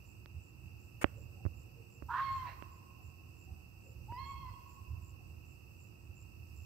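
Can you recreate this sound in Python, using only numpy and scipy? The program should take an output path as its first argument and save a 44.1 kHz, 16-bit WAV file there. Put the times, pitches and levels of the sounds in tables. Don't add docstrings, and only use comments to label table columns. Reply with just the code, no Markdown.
import sys
import numpy as np
from scipy import signal
from scipy.fft import rfft, irfft, next_fast_len
from scipy.io import wavfile
from scipy.ndimage import map_coordinates

SR = 44100
rng = np.random.default_rng(int(sys.argv[2]) if len(sys.argv) > 2 else 0)


def wrap_up_sound(samples):
    columns = np.atleast_2d(samples).T
    tamed = np.clip(columns, -1, 1)
    steps = np.round(tamed * 32767).astype(np.int16)
    wavfile.write(sys.argv[1], SR, steps)


N = 293265


def amp(db):
    return 10 ** (np.asarray(db) / 20)


def unit(x):
    return x / np.sqrt(np.mean(x ** 2) + 1e-20)


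def clock():
    return np.arange(N) / SR


def ramp(x):
    return np.clip(x, 0, 1)


def along(points, hz):
    knots_hz, values = np.transpose(points)
    return np.interp(np.log(hz + 1), np.log(knots_hz + 1), values)


def curves(rows):
    times_s, *columns = np.transpose(rows)
    return [np.interp(clock(), times_s, column) for column in columns]


def gate(start_s, end_s, fade_s):
    return ramp(np.minimum(clock() - start_s, end_s - clock()) / fade_s + .5)


def hump(centre_s, half_s):
    return np.exp(-((clock() - centre_s) / half_s) ** 2)


def wobble(rate_hz):
    return map_coordinates(rng.standard_normal(int(N * rate_hz / SR) + 4), [clock() * rate_hz])


def cycle(hz):
    return 2 * np.pi * np.cumsum(hz) / SR


def blur(phase, width_hz):
    return unit(wobble(width_hz) * np.sin(phase) + wobble(width_hz) * np.cos(phase))


def filtered(x, response):
    size = next_fast_len(N + SR // 2)
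    return irfft(rfft(x, size) * response(np.fft.rfftfreq(size, 1 / SR)), size)[..., :N]


def noise(spectrum):
    low_hz, high_hz = spectrum[0][0], spectrum[-1][0]
    skirts = lambda hz: np.minimum(hz / low_hz, 1) ** 4 * (high_hz / np.maximum(hz, high_hz)) ** 8
    return unit(filtered(rng.standard_normal(N), lambda hz: amp(along(spectrum, hz)) * skirts(hz)))


def wide(spectrum, shared):
    common = np.sqrt(shared) * noise(spectrum)
    return common + np.sqrt(1 - shared) * np.array([noise(spectrum), noise(spectrum)])


def pan(left_db):
    gains = amp([[left_db / 2], [-left_db / 2]])
    return gains / gains.mean()


# frequency in Hz, T60 in seconds.
ECHO_DECAY = [(200, 6.6), (1050, 1.81), (2200, 0.88), (4500, 1.33), (10000, 1.08)]

def street(x, near_db, far_db, near_t60_s):
    hz, t, spectra = signal.stft(rng.standard_normal((2, 2 * SR)), SR, nperseg=256)
    decay = amp(-60 * t / along(ECHO_DECAY, hz)[:, None])
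    build_up = 1 - np.exp(-t / 0.09)
    far = signal.istft(spectra * decay * build_up, SR, nperseg=256)[1]
    t = np.arange(far.shape[1]) / SR
    near = rng.standard_normal(far.shape) * amp(-60 * t / near_t60_s) * (t > .006)
    echo = amp(near_db) * near / np.linalg.norm(near[0]) + amp(far_db) * far / np.linalg.norm(far[0])
    return x + signal.fftconvolve(np.atleast_2d(x), echo, axes=1)[:, :N]


def port_shadow(x):
    shade = [(700, -3.5), (1200, -3.0), (2300, -14), (4400, -16)]  # Hz, left minus right in dB
    left = lambda hz: amp(along(shade, hz))
    return filtered(x, lambda hz: 2 * np.array([left(hz), np.ones(len(hz))]) / (1 + left(hz)))


# time in seconds, relative rumble level in dB, relative hiss level in dB.
BACKGROUND_DRIFT = [(0.0, -58, -77), (0.31, -61.5, -80.5), (0.94, -59, -77.5), (1.35, -55, -77.5),
                    (1.94, -60, -78.5), (2.39, -52, -72), (2.83, -61.5, -78), (3.87, -58.5, -78.5),
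                    (4.18, -52, -75.5), (4.74, -58.5, -76), (5.15, -56, -78.5), (5.74, -58.5, -78),
                    (6.11, -57.5, -80), (6.65, -55.5, -75)]
# frequency in Hz, relative level in dB.
TOWN_SPECTRUM = [(13, -76), (22, -66), (41, -14.5), (76, 1), (118, -3), (145, -10.5), (259, -20),
                 (360, -19.5), (381, -25.5), (480, -26.5), (641, -31.5), (734, -29.5), (1080, -30.5),
                 (1440, -41), (2200, -62), (2860, -85), (4840, -120)]
# centre in seconds, bass gain in dB.
LOW_THUMPS = [(.38, 11), (.65, 5.5), (2.05, 6.5), (3.059, 9.5), (3.53, 6.5), (4.92, 7)]
# frequency in Hz, relative level in dB.
MACHINE_TONES = [(312.2, -79), (355.3, -77.5), (1303, -84), (1895, -97.5)]
# frequency in Hz, relative level in dB.
TREBLE_SPECTRUM = [(1500, -24), (3400, -19.5), (4200, -1.5), (4900, 7.5), (5600, 2), (6050, 7), (6600, -14),
                   (7500, 3.5), (8400, -9.5), (9300, -33), (10500, -4.5), (12000, 3), (13500, 5),
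                   (15700, 0)]

def night_town():
    rumble_db, hiss_db = curves(BACKGROUND_DRIFT)
    bass_db = rumble_db + 1.5 * wobble(9) + sum(db * hump(s, half_s=0.03) for s, db in LOW_THUMPS)
    bass_share = lambda hz: 1 / (1 + (hz / 170) ** 6)
    bass = amp(bass_db + 4) * filtered(wide(TOWN_SPECTRUM, 0.89), lambda hz: np.sqrt(bass_share(hz)))
    wash = amp(-54.5) * filtered(wide(TOWN_SPECTRUM, 0.33), lambda hz: np.sqrt(1 - bass_share(hz)))
    hum = sum(amp(db + 4) * np.sin(cycle(hz * (1 + 0.00384 * wobble(15)))) for hz, db in MACHINE_TONES)
    left_lead_s = 0.0005
    arrival = lambda hz: np.exp(np.array([[1j], [-1j]]) * np.pi * hz * left_lead_s)
    lows = filtered(bass + wash + hum, arrival) * pan(-6.5)
    hiss = amp(hiss_db + 4) * wide(TREBLE_SPECTRUM, 0.057) * pan(-11.5)
    floor_spectrum = [(1200, 5.5), (3300, -5.0), (6000, 2), (9300, -6.5), (12000, -3.0), (15700, -9)]
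    return lows + hiss + amp(-79.5) * wide(floor_spectrum, 0)


# centre in seconds, pitch in Hz, level in dB.
ANIMAL_CALLS = [(1.19, 505, -63), (1.41, 770, -68), (1.8, 440, -65), (3.01, 770, -72), (3.5, 760, -68),
                (3.88, 490, -65), (5.22, 760, -73)]

def far_animals():
    return sum(amp(db) * hump(s, half_s=.032) * blur(2 * np.pi * hz * clock(), width_hz=150)
               for s, hz, db in ANIMAL_CALLS)


# frequency in Hz, relative level in dB.
CRICKET_SPECTRUM = [(2100, -28.5), (2380, -16.5), (2540, 0), (2670, 6.5), (2800, -3), (2930, -10.5),
                    (3080, -98)]

def crickets():
    level_db = -66.5 + 0.32 * wobble(2.68) + 0.88 * wobble(40)
    return amp(level_db) * wide(CRICKET_SPECTRUM, 0.058) * pan(-5.5)


# frequency in Hz, relative level in dB.
FAR_WING_SPECTRUM = [(7000, -12.5), (7500, -7), (7850, 0), (8150, 0), (8400, -13.5), (8650, -5.5),
                     (9500, -43)]

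def far_katydid():
    chirping = np.cos(2 * np.pi * (clock() - 5.05) / .2445 + .3 * wobble(2))
    level_db = -83 + 3.5 * chirping + 1.1 * wobble(120)
    return amp(level_db) * wide(FAR_WING_SPECTRUM, 0.022) * pan(9.3)


CHIRP_STARTS_S = [.049, .42, 0.797, 1.166, 1.554, 1.91, 2.311, 2.705, 3.025, 3.374, 3.845, 4.256, 4.68,
                  5.03, 5.459, 5.796, 6.15, 6.559]
# frequency in Hz, relative level in dB.
NEAR_WING_SPECTRUM = [(6600, -33), (6950, -6), (7150, -11.5), (7300, -5.5), (7400, 1), (7520, -6.5),
                      (7700, -20), (8300, -34)]
# time in seconds, relative level in dB, left gain in dB.
KATYDID_SWING = [(0, -73.5, -12), (.7, -75, -10), (3.1, -75.5, -4.5), (4.3, -72.5, -2), (6.6, -73.5, -6.5)]

def near_katydid(chirp_s=0.086, scatter_db=1.1):
    strokes = np.zeros(N)
    for start_s in CHIRP_STARTS_S:
        envelope = amp(-scatter_db * rng.standard_normal()) * gate(start_s, start_s + chirp_s, .03)
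        stroke_hz = rng.normal(84, 1)
        strokes += envelope * np.sin(np.pi * stroke_hz * (clock() - start_s)) ** 2
    level_db, left_db = curves(KATYDID_SWING)
    return amp(level_db + 8) * strokes * wide(NEAR_WING_SPECTRUM, 0.21) * amp([left_db, np.zeros(N)])


# frequency in Hz, relative level in dB.
RUB_SPECTRUM = [(350, -1.5), (900, 0), (1400, -0.5), (2700, -2.5), (3700, -21), (6000, -16.5), (8700, -15),
                (10500, -24.5), (15500, -20)]

def finger_brush(start_s=1.0135, length_s=0.022):
    lean = [(1000, -4.0), (5000, 4), (8600, 13.5), (11000, 11), (15000, -1)]  # Hz, left minus right in dB
    rub = amp(-42) * gate(start_s, start_s + length_s, 0.0026) * wide(RUB_SPECTRUM, 0)
    return filtered(rub, lambda hz: amp(np.array([[.5], [-.5]]) * along(lean, hz)))


# frequency in Hz, T60 in seconds, relative level in dB.
CASE_MODES = [(298, 0.019, 8), (563, 0.042, -7), (1070, 0.0061, 5.5)]
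# start in seconds, relative thud, ring and click levels in dB,
# click brightness in Hz, left minus right in dB.
FINGER_BUMPS = [(0.259, -70, -50.5, -41, 3280, -23), (1.043, -23, -17.5, -10.5, 1790, -35),
                (1.452, -21, -40, -40.5, 1510, -36), (1.4628, -21, -35, -51, 1480, -28),
                (2.023, -64, -37.5, -43, 1620, -32), (2.624, -55, -41.5, -35, 1920, -24),
                (4.122, -62, -43.5, -41, 1520, -15)]

def finger_bumps():
    t = np.arange(SR // 5) / SR
    thud = amp(-60 * t / 0.027) * np.sin(2 * np.pi * 80 * t)
    ring = sum(amp(db - 60 * t / t60_s) * np.sin(2 * np.pi * hz * t) for hz, t60_s, db in CASE_MODES)
    ring /= np.abs(ring).max()
    bumps = np.zeros((2, N))
    for start_s, thud_db, ring_db, click_db, bright_hz, left_db in FINGER_BUMPS:
        angle = 2 * np.pi * bright_hz * t
        click = angle ** 2 * (3 - angle) * np.exp(-angle)
        bump = amp(thud_db) * thud + amp(ring_db) * ring - amp(click_db) * click / np.abs(click).max()
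        muffled = signal.sosfilt(signal.butter(8, 5 * bright_hz / 3, fs=SR, output="sos"), bump)
        bumps += pan(left_db) * np.pad(muffled + amp(-16) * bump, (round(start_s * SR), N))[:N]
    microphone_low_cut = signal.butter(3, 55, "high", fs=SR, output="sos")
    return signal.sosfilt(microphone_low_cut, bumps)


def pitch_arch(t, length_s, top_hz, top_s, waver_hz):
    climb_hz = 258.7 * ramp(1 - t / top_s) ** 2.1
    sag_hz = 112.4 * ramp((t - top_s) / (length_s - top_s)) ** 2.7
    settling_hz = waver_hz * np.exp(-t / .13) * np.cos(2 * np.pi * t / 0.0874)
    return top_hz - climb_hz - sag_hz - settling_hz


# frequency in Hz, overtone gain in dB.
JAW_RESPONSE = [(1700, -12), (2000, 8), (2180, 7), (2600, 16), (3000, -5), (3250, 3), (3800, -53),
                (4100, -7), (4280, 5.5), (4600, -19), (4920, 1.5), (5150, -6), (5400, -17)]

def jaw_overtones(pitch_hz, phase, airy):
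    overtones = np.zeros(N)
    for k in range(2, 6):
        gain_db = along(JAW_RESPONSE, k * pitch_hz) + 2.9 * wobble(45)
        jitter = .35 * (k - 2) * (0.5 + 2 * airy) * wobble(150)
        overtones += amp(gain_db) * np.sin(k * phase + jitter)
    return overtones


# multiple of the pitch, relative level in dB.
RASP_BANDS = [(1.07, 3.5), (1.28, -4), (1.5, -3.5), (1.74, -7.5)]
# frequency in Hz, relative level in dB.
BREATH_SPECTRUM = [(350, -15), (800, 0.5), (1400, 2), (1900, 5), (2400, -0.5), (2800, 0), (3600, -4.5),
                   (4300, -7), (5500, -18), (7000, -25), (12000, -34)]
# centre in seconds, half-length in seconds, depth in dB.
TONE_DIPS = [(4.242, .024, 11), (4.409, 0.02, 26)]
ATTACK_S, OPEN_S, HOLD_S = 0.015, 0.068, 0.12
RASP_CLEAR_S, HISS_CLEAR_S, FRAY_S = 0.013, 0.037, 0.068
EFFORT_DB_PER_HZ = .025

def scream(start_s, length_s, top_hz, top_s, waver_hz, body_db, fade_db, edge_db,
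           rasp_s, hiss_share, fray_share):
    t = np.maximum(clock() - start_s, 0)
    pitch_hz = pitch_arch(t, length_s, top_hz, top_s, waver_hz)
    strain = ramp((rasp_s - t) / RASP_CLEAR_S + .5) * (rasp_s > 0)
    rasp_hiss = ramp(1 - (t - rasp_s) / HISS_CLEAR_S) * (rasp_s > 0)
    fray = fray_share * ramp(1 - (length_s - t) / FRAY_S)
    rough = ramp(0.779 * strain + fray)
    airy = ramp(hiss_share + (1 - hiss_share) * rasp_hiss + fray)
    phase = cycle(pitch_hz * (1 + 0.0048 * wobble(120) + 0.027 * rough * wobble(400)))
    flutter = 0.36 * strain * np.sin(3 * phase / 2)
    tone = np.sqrt(2) * (np.sin(phase) + flutter)
    rasp = unit(sum(amp(db) * blur(k * phase, width_hz=240) for k, db in RASP_BANDS))
    overtones = jaw_overtones(pitch_hz, phase, airy)
    breath = noise(BREATH_SPECTRUM) * amp(4 + 0.96 * wobble(180))
    body = np.sqrt(1 - rough ** 2) * tone + rough * rasp
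    edge = (1 - airy ** 2) * overtones + airy * breath
    swell = 1 - np.exp(-(t / ATTACK_S) ** 2)
    opening = 1 - np.exp(-(t / OPEN_S) ** 1.5)
    tired = ramp((t - HOLD_S) / (length_s - HOLD_S)) ** 0.84
    dip_db = sum(db * hump(s, half_s) for s, half_s, db in TONE_DIPS)
    slack_db = EFFORT_DB_PER_HZ * (top_hz - pitch_hz)
    body *= amp(body_db - slack_db - fade_db * tired - dip_db)
    edge *= opening * amp(edge_db - 10 * tired)
    return swell * gate(start_s, start_s + length_s, 0.01) * (body + edge)


# frequency in Hz, relative level in dB.
CATCH_SPECTRUM = [(550, -5.5), (800, 1.5), (1250, -5), (1600, -0.5), (1900, 3), (2250, 1), (2700, 0),
                  (3300, -23), (4300, -6.5), (5000, -31)]
# start and length in seconds, top pitch in Hz, time to the top in seconds,
# waver in Hz, body level and its fade in dB, relative edge (overtones and breath) level in dB,
# raspy opening in seconds, hiss share 0-1, end fray 0-1, near scatter in dB, far echo in dB.
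FOX_SCREAMS = [(2.08, .41, 1080, .172, -1, -35, 11.5, -57.5, 0.13, 0.62, 0.5, -7, -17),
               (4.075, .43, 1093, .215, 35.5, -44.5, 6.5, -65.5, 0.0011, 0.2, 0.2, -3.5, -9)]

def fox():
    yelp, wail = [scream(*row[:-2]) for row in FOX_SCREAMS]
    catch = hump(2.495, half_s=0.038) * amp(-53.5 + 1.2 * wobble(200)) * noise(CATCH_SPECTRUM)
    crack = hump(4.225, half_s=.022) * amp(-64.5) * blur(2 * np.pi * 1710 * clock(), width_hz=60)
    return sum(street(cry, near_db, far_db, near_t60_s=0.66)
               for cry, (*_, near_db, far_db) in zip([yelp + catch, wail + crack], FOX_SCREAMS))


def scene():
    animals = street(far_animals(), near_db=-5, far_db=-7, near_t60_s=.2)
    handling = street(finger_brush() + finger_bumps(), near_db=-28, far_db=-39.5, near_t60_s=0.33)
    voices = port_shadow(fox() + animals)
    insects = crickets() + near_katydid() + far_katydid()
    return night_town() + insects + handling + voices


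def record(dry):
    return filtered(dry, lambda hz: hz < 15720)


dry = scene()
out = record(dry)
wrap_up_sound(out)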